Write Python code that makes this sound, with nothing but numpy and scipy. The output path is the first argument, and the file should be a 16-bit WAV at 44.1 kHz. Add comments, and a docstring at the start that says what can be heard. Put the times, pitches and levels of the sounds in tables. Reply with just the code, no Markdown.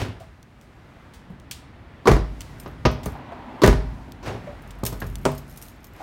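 """A car's rear door is shut, opened by its handle and shut again in a garage, keys in hand: each shutting is
a latch touch, a slam on the striker and a thump into the seals that sets the cabin air booming.
The power lock runs before and after; last, the handle is pulled in vain and snaps back.
Blows are shaped noise plus decaying sine modes. Clicks, clinking keys, soft bumps, a rubbing swing, a low hum
and a bed of rumble, rustle and hiss lie around them."""
import sys
import numpy as np
from scipy import signal
from scipy.fft import rfft, irfft, next_fast_len
from scipy.io import wavfile

SR = 44100
rng = np.random.default_rng(int(sys.argv[2]) if len(sys.argv) > 2 else 0)


def waveform_to_disk(signal):
    """Save audio, clipped to [-1, 1], as 16-bit WAV at the path in sys.argv[1]."""
    frames = np.transpose(np.atleast_2d(signal))
    scaled = np.clip(frames, -1, 1) * 32767
    samples = np.round(scaled).astype(np.int16)
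    wavfile.write(sys.argv[1], SR, samples)


N = 265834
LENGTH = 2 ** 15   # samples in one blow
AGE = np.arange(LENGTH) / SR   # seconds since the blow

# the door is shut, timed at the slam:
# slam_s, level_db, latch_treble_db, latch_t60_s, thump_db, ring_length_share (of slam and thump)
SHUTS = [(2.073, -0.7, -5, 0.41, 0, 1.08), (3.6358, 1, 6.5, .11, -0.1, 1.08)]
# the power lock runs, fuller and drier when heard from inside the cabin:
# start_s, level_db, bass_db, treble_db, ring_length_share
LOCK_RUNS = [(-.004, -1, 4.5, 3.5, 0.48), (4.256, -0.5, -1.5, -2.5, 1)]
# modes of the door's skin and frame: pitch_hz, level_db, t60_s
DOOR_MODES = [(58.4, -9.5, 0.32), (114.8, -7.5, 0.35), (136.5, -12.5, 0.6), (202.5, -14, 0.23),
              (243.8, -11, 0.295), (358, -20.5, 0.39), (397, -13, 0.37), (423.5, -16, 0.36),
              (493, -24, 0.13), (624, -17.5, 0.48), (669, -24, 0.32), (882, -21, 0.14), (986, -22, 0.29),
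              (1190, -40, 0.19), (1188, -15.5, 0.086), (1256, -15.5, 0.2), (1486, -20, 0.26),
              (1610, -41, .3), (1850, -24.5, 0.25), (1780, -33, 0.16), (2147, -22.5, 0.14),
              (2296, -26.5, 0.35), (2348, -42, 0.28), (2530, -30, 0.4), (2730, -31.5, 0.26),
              (3360, -39, 0.44), (4160, -35, 0.086), (4800, -49, 0.25), (5320, -41, 0.18),
              (6100, -32, 0.24)]
# colour of a clash of keys: frequency_hz, relative_db (per Hz)
KEY_TONE = [(300, -17), (1500, -4), (3000, -0.5), (5500, -1), (7400, 1), (10500, -2.5), (12300, 5),
            (16000, -1)]


def from_db(db):
    """Decibels to gain."""
    return 10 ** (np.asarray(db) / 20)


def rms_one(x):
    """Scale to rms 1."""
    return x / np.sqrt(np.mean(x ** 2) + 1e-20)


def decay(seconds, t60_s):
    """Exponential die-away that loses 60 dB in t60_s."""
    return np.exp(-np.log(1000) * seconds / t60_s)


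def in_time(rows):
    """Each column of a curve at every sample."""
    s, *columns = np.transpose(rows)
    return [np.interp(np.arange(N) / SR, s, column) for column in columns]


def at_hz(points, hz):
    """Read a table on a log-frequency axis."""
    known_hz, values = np.transpose(points)
    return np.interp(np.log(np.maximum(hz, 1)), np.log(known_hz), values)


def add(track, s, sound):
    """Mix a sound into the track from time s; whatever falls outside the track is cut."""
    start = round(s * SR)
    sound, start = sound[max(-start, 0):], max(start, 0)
    track[start:start + len(sound)] += sound[:max(N - start, 0)]


def envelope(start_s, end_s, attack_s, release_s):
    """Exponential rise until the start, hold, exponential fall after the end."""
    t = np.arange(N) / SR
    before_start = np.minimum(t - start_s, 0)
    after_end = np.maximum(t - end_s, 0)
    return np.exp(before_start / attack_s - after_end / release_s)


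def octave_noise():
    """White noise split into octaves: (centre Hz, band) pairs."""
    size = 8 * LENGTH
    white = rfft(rng.standard_normal(size))
    hz = np.fft.rfftfreq(size, 1 / SR)
    centres = 32 * 2. ** np.arange(10)
    return [(c, irfft(white * (hz >= c / np.sqrt(2)) * (hz < c * np.sqrt(2)))) for c in centres]


OCTAVES = octave_noise()


def shelves(hz, bass_db, treble_db):
    """Heavy blows bring more bass, hard ones more treble."""
    return from_db(at_hz([(140, bass_db), (400, 0.022), (1000, 0), (3500, treble_db)], hz))


def coloured(x, tone, bass_db, treble_db):
    """Causal (minimum-phase) filter with the given tone, shelved at both ends."""
    hz = np.fft.rfftfreq(LENGTH, 1 / SR)
    gain = rms_one(from_db(at_hz(tone, hz))) * shelves(hz, bass_db, treble_db)
    # folding the cepstrum onto positive time gives the minimum phase
    cepstrum = irfft(np.log(gain))
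    cepstrum[1:LENGTH // 2] *= 2
    cepstrum[LENGTH // 2 + 1:] = 0
    return irfft(rfft(x) * np.exp(rfft(cepstrum)))


def contact(t60_s, crack_db, room_db, low_linger):
    """A crack, the quick ring of countless close modes (lows last longer), then the garage's tail."""
    # garage reverberation: frequency_hz, t60_s
    garage = [(60, 0.92), (250, 0.31), (1000, 0.37), (4000, 0.41), (14000, 0.23)]
    out = np.zeros(LENGTH)
    start = rng.integers(0, len(OCTAVES[0][1]) - LENGTH)
    room = from_db(room_db) * (1 - np.exp(-AGE / 0.003))
    for hz, noise in OCTAVES:
        body = decay(AGE, t60_s * (hz / 1000) ** -low_linger)   # t60_s holds at 1 kHz
        tail = room * decay(AGE, at_hz(garage, hz))
        out += noise[start:start + LENGTH] * np.sqrt(body ** 2 + tail ** 2)
    out[0] += from_db(crack_db)
    return out


def ring(modes, bass_db=0, treble_db=0, scatter_db=0):
    """Decaying sines of alternating sign; scatter makes each blow strike each mode a little differently."""
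    out = np.zeros(LENGTH)
    for k, (hz, db, t60_s) in enumerate(modes):
        strength = from_db(db + scatter_db * rng.standard_normal()) * shelves(hz, bass_db, treble_db)
        out += (-1) ** k * strength * np.sin(2 * np.pi * hz * AGE) * decay(AGE, t60_s)
    return out


def blows(rows, tone, crack_db, modes_db, room_db, low_linger, modes=DOOR_MODES):
    """Every blow has its own contact noise and rings the modes of the struck part."""
    out = np.zeros(N)
    for s, db, bass_db, treble_db, t60_s in rows:
        noise = coloured(contact(t60_s, crack_db, room_db, low_linger), tone, bass_db, treble_db)
        part = from_db(modes_db) * ring(modes, bass_db, treble_db, scatter_db=3.5)
        add(out, s, from_db(db) * (noise + part))
    return out


def background():
    """Garage rumble, the rustle of moving about and a faint hiss: three bands of noise that blend."""
    # level of each band: time_s, rumble_db, rustle_db, hiss_db
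    air_levels = [(0, -48, -48.5, -72), (.45, -50.5, -57.5, -74), (1.0, -48.5, -52, -71.5),
                  (1.4, -46, -53.5, -76), (2.0, -47, -51, -74), (2.5, -41, -49.5, -62),
                  (2.7, -40.5, -48.5, -71), (2.9, -40, -52, -67), (3.1, -39.5, -46, -72.5),
                  (3.55, -49, -46, -70), (3.95, -38.5, -50, -66), (4.2, -43.5, -51, -72),
                  (4.45, -41, -46.5, -65.5), (4.78, -46, -49.5, -70), (5.2, -36, -51, -74),
                  (5.6, -48, -51.5, -64), (5.9, -47.5, -53, -75), (6.03, -49, -44.5, -56.5)]
    # colour ahead of the split and levelling: frequency_hz, relative_db (per Hz)
    air_tone = [(20, -24), (32, -9), (60, -1.5), (110, -4.5), (205, -11), (255, -9), (350, -13), (480, -17),
                (640, -15), (1000, -18), (2000, -21.5), (3000, -29), (7000, -40), (16000, -49.5)]
    # edges between rumble, rustle and hiss, in Hz
    crossovers_hz = 281, 4520
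    size = next_fast_len(N)
    hz = np.fft.rfftfreq(size, 1 / SR)
    noise = rfft(rng.standard_normal(size)) * from_db(at_hz(air_tone, hz))
    above_low, above_high = [1 - 1 / (1 + (hz / edge) ** 8) for edge in crossovers_hz]
    bands = 1 - above_low, above_low - above_high, above_high
    out = np.zeros(N)
    for band, db in zip(bands, in_time(air_levels)):
        out += from_db(db) * rms_one(irfft(noise * band, size)[:N])
    return out


def hum():
    """A low sine swells and fades."""
    pitch_hz, peak_s, peak_db = 47.94, 5.08, -30.5
    level = from_db(peak_db) * envelope(peak_s, peak_s, attack_s=0.35, release_s=0.24)
    return level * np.sin(2 * np.pi * pitch_hz * np.arange(N) / SR)


def bumps(width_octaves, crack_db, room_db, pitch_db):
    """Dull bumps of hand, feet and door panel: soft contacts, each ringing around one pitch."""
    # start_s, level_db, pitch_hz, t60_s
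    bump_rows = [(0.206, -44, 657, 0.23), (1.301, -36.5, 179, 0.16), (2.857, -17, 124, 0.06),
                 (3.153, -37.5, 766, 0.062), (3.321, -35.5, 691, .09), (4.079, -40.5, 244.6, 0.32),
                 (4.471, -36.5, 582, 0.21), (5.018, -35.5, 1640, 0.087), (6.002, -41.5, 767, 0.31)]
    out = np.zeros(N)
    for s, db, hz, t60_s in bump_rows:
        below, above = hz / 2 ** width_octaves, hz * 2 ** width_octaves
        tone = [(hz / 10, -26), (below, -12), (hz, 0), (above, -12), (hz * 20, -55)]
        knock = coloured(contact(t60_s, crack_db, room_db, low_linger=0), tone, 0, 0)
        add(out, s, from_db(db) * (knock + ring([(hz, pitch_db, t60_s)])))
    return out


def clicks(crack_db, modes_db):
    """Small dry clicks of fob and trim, hard and close; the shorter the click, the shorter the trim rings."""
    # start_s, level_db, treble_db, t60_s, room_db
    click_rows = [(.2, -52.5, 0.5, .06, -4), (0.4286, -42.5, -5, 0.019, -36), (.613, -55, 5.5, 0.012, -12),
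                  (1.137, -49, -3, 0.18, -2.5), (1.3997, -54.5, 3.5, 0.02, -18),
                  (1.512, -29.5, 1, 0.082, -12), (2.4071, -30, -1.5, 0.027, -20),
                  (2.417, -40.5, 3, .025, -17), (3.033, -43.5, -0.5, 0.17, -15.5),
                  (3.6629, -28.5, 10, .011, -18), (3.6756, -23.5, 2.5, .03, -24),
                  (4.121, -40.5, 3, .011, -32), (4.7073, -43.5, 0, .05, -18), (4.8364, -33.5, 3, .027, -22),
                  (5.1559, -26.5, -2.5, .011, -33), (5.254, -20, -1.5, .0056, -20.5)]
    # frequency_hz, relative_db (per Hz)
    click_tone = [(200, -34), (1500, -5.5), (3300, 3.5), (5000, 0.5), (9000, -1), (10500, -7),
                  (16000, -5.5)]
    # hard plastic trim, before each click's own damping: pitch_hz, level_db, t60_s
    trim_modes = [(3020, -10, 0.062), (3340, -11, .08), (3760, -15, 0.1), (4340, -5, 0.082), (6100, 1, .07)]
    out = np.zeros(N)
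    for s, db, treble_db, t60_s, room_db in click_rows:
        tick = coloured(contact(t60_s, crack_db, room_db, low_linger=0.11), click_tone, 0, treble_db)
        trim = from_db(modes_db) * ring(trim_modes) * np.exp(-AGE / t60_s)
        add(out, s, from_db(db) * (tick + trim))
    return out


def key_ring(count=8):
    """Each clink wakes some of the keys' modes, a little detuned by how they touch."""
    # keys on the ring, before detuning: pitch_hz, level_db, t60_s
    key_modes = [(5320, -1.5, 0.055), (6440, 0.5, .05), (7220, -2, 0.024), (8800, -3, .06),
                 (9220, 0.5, .08), (12250, -0.5, 0.1), (11700, 0, .12), (12400, -10, 0.056),
                 (12200, -9, 0.036), (14100, -9, .05), (14900, -5, .06), (15500, -9, .06)]
    detune = .03   # share of the pitch
    struck = np.array(key_modes)[rng.permutation(len(key_modes))[:count]]
    return ring([(hz * (1 + detune * rng.standard_normal()), db, t60_s) for hz, db, t60_s in struck])


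def jingle(spread_db, modes_db, count=12):
    """The bunch is shaken in the hand: faint chance clinks, some duller, some brighter."""
    # start_s, length_s, clinks_per_s, level_db (before the random spread)
    shakes = [(2.577, 0.16, 34.5, -53.5), (3.027, .17, 45, -59), (4.6, 0.25, 23.6, -51.5),
              (4.852, 0.52, 90, -52), (5.459, .24, 100, -52.5), (5.697, 0.28, 25, -54)]
    treble_spread_db = 6
    ticks = []
    for _ in range(count):
        treble_db = treble_spread_db * rng.uniform(-1, 1)
        touch = contact(0.014, crack_db=8, room_db=-17, low_linger=0.11)
        ticks.append(coloured(touch, KEY_TONE, 0, treble_db))
    out = np.zeros(N)
    for start_s, length_s, rate, db in shakes:
        for k in range(int(length_s * rate)):
            clink = ticks[k % count] + from_db(modes_db) * key_ring()
            clink_db = db + spread_db * rng.standard_normal()
            add(out, start_s + (k + rng.random()) / rate, from_db(clink_db) * clink)
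    return out


def keys(crack_db, modes_db, room_db):
    """Keys knock together and ring briefly, damped by the hand."""
    # start_s, level_db, t60_s
    clashes = [(2.5995, -38.5, 0.035), (2.914, -45, 0.037), (3.058, -32, .045), (4.8523, -24.5, 0.045),
               (4.8636, -21.5, 0.077), (4.8774, -36, .044), (4.928, -38.5, .05), (5.003, -38.5, .054),
               (5.067, -43.5, 0.055), (5.318, -42, .05), (5.3504, -44, .05), (5.3792, -39.5, .075),
               (5.5734, -40.5, 0.078), (5.6243, -35.5, 0.015), (5.8432, -43, 0.064)]
    out = np.zeros(N)
    for s, db, t60_s in clashes:
        clash = coloured(contact(t60_s, crack_db, room_db, low_linger=0.15), KEY_TONE, 0, 0)
        add(out, s, from_db(db) * (clash + from_db(modes_db) * key_ring()))
    return out


def lock_motor():
    """A short whirr of gears ahead of the rod grows with gathering speed, then dies away in the door."""
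    # frequency_hz, relative_db (per Hz)
    motor_tone = [(100, 0), (400, 5), (1400, -6.5), (2800, -10.5), (6000, -16), (10000, -30.5),
                  (16000, -32)]
    lead_s, run_s = .028, 0.048
    start_db, growth_db_per_s = -39.5, 136   # start level is relative to the run's level
    full_t60_s = 0.41   # at a ring length share of 1
    out = np.zeros(N)
    for s, db, _, treble_db, share in LOCK_RUNS:
        level = from_db(db + start_db + growth_db_per_s * np.minimum(AGE, run_s))
        fade = decay(np.maximum(AGE - run_s, 0), full_t60_s * share)
        whirr = level * fade * rng.standard_normal(LENGTH)
        add(out, s - lead_s, coloured(whirr, motor_tone, 0, treble_db))
    return out


def lock_rod():
    """In each run the actuator throws the rod, which hits its stop and settles, ringing the housing."""
    # relative to the run: delay_s, level_db, treble_db, t60_s (at a share of 1)
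    stroke = [(.005, -29, -8, 0.39), (.022, -25, -10, 0.09), (.054, -34, -18.5, 0.57),
              (.089, -37, -11, 0.06)]
    # frequency_hz, relative_db (per Hz)
    lock_tone = [(35, -20), (60, -8), (108, -3), (189, -16.5), (262, -4.5), (323, -11.5), (408, -8),
                 (1200, -17.5), (1440, -15), (2840, -15), (13900, -35.5), (16000, -42)]
    # housing and linkage: pitch_hz, level_db, t60_s
    lock_modes = [(106.3, -3.5, 0.21), (180, -20, 0.56), (254.7, -14.5, 0.23), (370.6, -11.5, .3),
                  (436.5, -15, 0.18), (661, -21, 0.5), (780, -32, 0.12)]
    rows = [(s + delay_s, run_db + db, bass_db, run_treble_db + treble_db, t60_s * share)
            for s, run_db, bass_db, run_treble_db, share in LOCK_RUNS
            for delay_s, db, treble_db, t60_s in stroke]
    return blows(rows, lock_tone, crack_db=20.5, modes_db=0.5, room_db=-5.0, low_linger=0.21, modes=lock_modes)


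def handle_snaps():
    """The released handle snaps back and bounces, ringing the sheet metal around it."""
    # start_s, level_db, bass_db, treble_db, t60_s
    snap_rows = [(5.2532, -12.5, -10.5, 1.5, 0.058), (5.2615, -17.5, 3, -3, 0.1)]
    # frequency_hz, relative_db (per Hz)
    snap_tone = [(50, -17), (140, 2.5), (330, -1), (520, -0.5), (760, -1), (1150, -3), (1500, -13.5),
                 (2600, -18.5), (4000, -27), (8500, -24), (11000, -40), (16000, -61)]
    # sheet metal around the handle: pitch_hz, level_db, t60_s
    skin_modes = [(141.7, -10.5, 0.55), (248, -14, 0.39), (399, -11, 0.29), (508, -20, 0.26),
                  (640, -15, 0.28), (1020, -38, 0.2)]
    return blows(snap_rows, snap_tone, crack_db=17.0, modes_db=1.0, room_db=-13.5, low_linger=0.16,
                 modes=skin_modes)


def handle_pulls():
    """The handle works the latch or hits its stop, ringing the door."""
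    # start_s, level_db, bass_db, treble_db, t60_s
    handle_rows = [(2.661, -30, -3, -6.5, 0.086), (2.8528, -9.5, 3.5, -4.5, 0.092),
                   (2.856, -14, 0, 3.5, 0.077), (3.061, -26.5, 5.5, -6.5, 0.13),
                   (4.8335, -20, -1.5, -28, 0.05), (4.925, -31, 2, -8, 0.13),
                   (5.022, -26.5, 0.5, -8.5, 0.071), (5.04, -40.5, 17.5, -4, 0.23)]
    # frequency_hz, relative_db (per Hz)
    handle_tone = [(40, -15.5), (65, -2), (130, -0.5), (250, -5), (480, -2.5), (750, -9.5), (1200, -10),
                   (1500, -16), (2700, -19.5), (4000, -23.5), (6300, -26), (7300, -44), (16000, -53)]
    return blows(handle_rows, handle_tone, crack_db=17.0, modes_db=-4.5, room_db=-13.0, low_linger=0.089)


def swing():
    """Smooth, hollow rubbing as the door swings open and back on its hinges, growing as it speeds up."""
    # frequency_hz, relative_db (per Hz)
    swing_tone = [(150, -13), (250, 9.5), (340, -5), (500, -7.5), (640, 0), (780, 0), (950, 3), (1150, -8),
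                  (3000, -51)]
    start_s, end_s = 2.97, 3.61
    start_db, growth_db_per_s = -46, 8
    size = next_fast_len(N)
    tone = from_db(at_hz(swing_tone, np.fft.rfftfreq(size, 1 / SR)))
    rub = rms_one(irfft(rfft(rng.standard_normal(size)) * tone, size)[:N])
    moving_s = np.clip(np.arange(N) / SR, start_s, end_s) - start_s
    level = from_db(start_db + growth_db_per_s * moving_s)
    return level * envelope(start_s, end_s, attack_s=0.053, release_s=0.42) * rub


def at_each_shut(run, thump=False):
    """The same run of blows follows every shutting; each shutting sets the level of its own thump."""
    return [(s + delay_s, shut_db + db + thump * thump_db, bass_db, treble_db, t60_s * share)
            for s, shut_db, _, _, thump_db, share in SHUTS
            for delay_s, db, bass_db, treble_db, t60_s in run]


def latch_touches():
    """The latch claw meets the striker just before each slam."""
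    # frequency_hz, relative_db (per Hz)
    latch_tone = [(100, -25.5), (300, 3), (700, -19.5), (1150, -0.5), (1450, -25.5), (2500, -30.5),
                  (4500, -27), (8000, -43), (16000, -46)]
    lead_s, touch_db = .0175, -16   # level relative to the shutting
    rows = [(s - lead_s, db + touch_db, 0, treble_db, t60_s) for s, db, treble_db, t60_s, *_ in SHUTS]
    return blows(rows, latch_tone, crack_db=-1, modes_db=-13, room_db=-9, low_linger=0.072)


def cabin_boom(push_s):
    """The door sinks into soft seals and squeezes the air, so only its lowest modes swell and beat."""
    # cabin air: pitch_hz, level_db, t60_s
    cabin_modes = [(41, -2, 0.41), (52.6, -1, 0.63), (77.7, -6, 0.34), (136.8, -3, 0.17)]
    delay_s, squeeze_db = 0.02423, -8.5   # relative to the slam
    swell = np.sin(np.pi / 2 * np.minimum(AGE / push_s, 1)) ** 2
    out = np.zeros(N)
    for s, db, *_ in SHUTS:
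        add(out, s + delay_s, from_db(db + squeeze_db) * swell * ring(cabin_modes))
    return out


def seal_thumps():
    """The door bottoms out in its seals and rebounds once."""
    # relative to the shutting: delay_s, level_db, bass_db, treble_db, t60_s (at a share of 1)
    thump_run = [(.0438, -11.5, 1, 0, 0.048), (.0935, -20, -5, -1, .06)]
    # frequency_hz, relative_db (per Hz)
    thump_tone = [(35, -13), (90, -11), (180, 2), (350, -0.5), (520, -11), (1200, -18.5), (3000, -32),
                  (16000, -51)]
    return blows(at_each_shut(thump_run, thump=True), thump_tone,
                 crack_db=27.0, modes_db=-13, room_db=-11.0, low_linger=0.063)


def slams():
    """The door slams on the striker and rattles after it."""
    # relative to the shutting: delay_s, level_db, bass_db, treble_db, t60_s (at a share of 1)
    slam_run = [(0, -7, -1, -.5, 0.074), (.0052, -11, 2, .5, .09), (.0402, -20, -3.5, 3, .15),
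                (.065, -25.5, -8, 7, 0.023)]
    # frequency_hz, relative_db (per Hz)
    slam_tone = [(59, -36), (100, 3.5), (277, -10), (406, 1), (583, -7.5), (991, -11), (1100, -48),
                 (1230, -11.5), (1360, -15.5), (1870, -14), (3050, -26.5), (6560, -29.5), (7940, -37),
                 (11200, -39.5), (16000, -47)]
    return blows(at_each_shut(slam_run), slam_tone, crack_db=16.5, modes_db=-3, room_db=-9.5, low_linger=0.015)


def scene():
    """Door, lock, handle and keys in the garage."""
    air = background() + hum()
    soft = bumps(width_octaves=0.62, crack_db=-1, room_db=-12.5, pitch_db=3.5)
    small = clicks(crack_db=14.5, modes_db=-17.5)
    key_bunch = jingle(spread_db=4.5, modes_db=-11.5) + keys(crack_db=7, modes_db=-9.5, room_db=-15)
    lock = lock_motor() + lock_rod()
    handle = handle_snaps() + handle_pulls()
    door = swing() + latch_touches() + cabin_boom(push_s=0.027) + seal_thumps() + slams()
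    return (air + soft + small + key_bunch + lock + handle + door)[None]


def record(dry):
    """The microphone loses the deepest bass, the loudest peaks are rounded, the top is cut."""
    thin = signal.sosfilt(signal.butter(3, 32, "high", fs=SR, output="sos"), dry)
    rounded = thin / (1 + thin ** 6) ** (1 / 6)
    return signal.sosfilt(signal.ellip(10, .2, 80, 16000, fs=SR, output="sos"), rounded)


dry = scene()
out = record(dry)
waveform_to_disk(out)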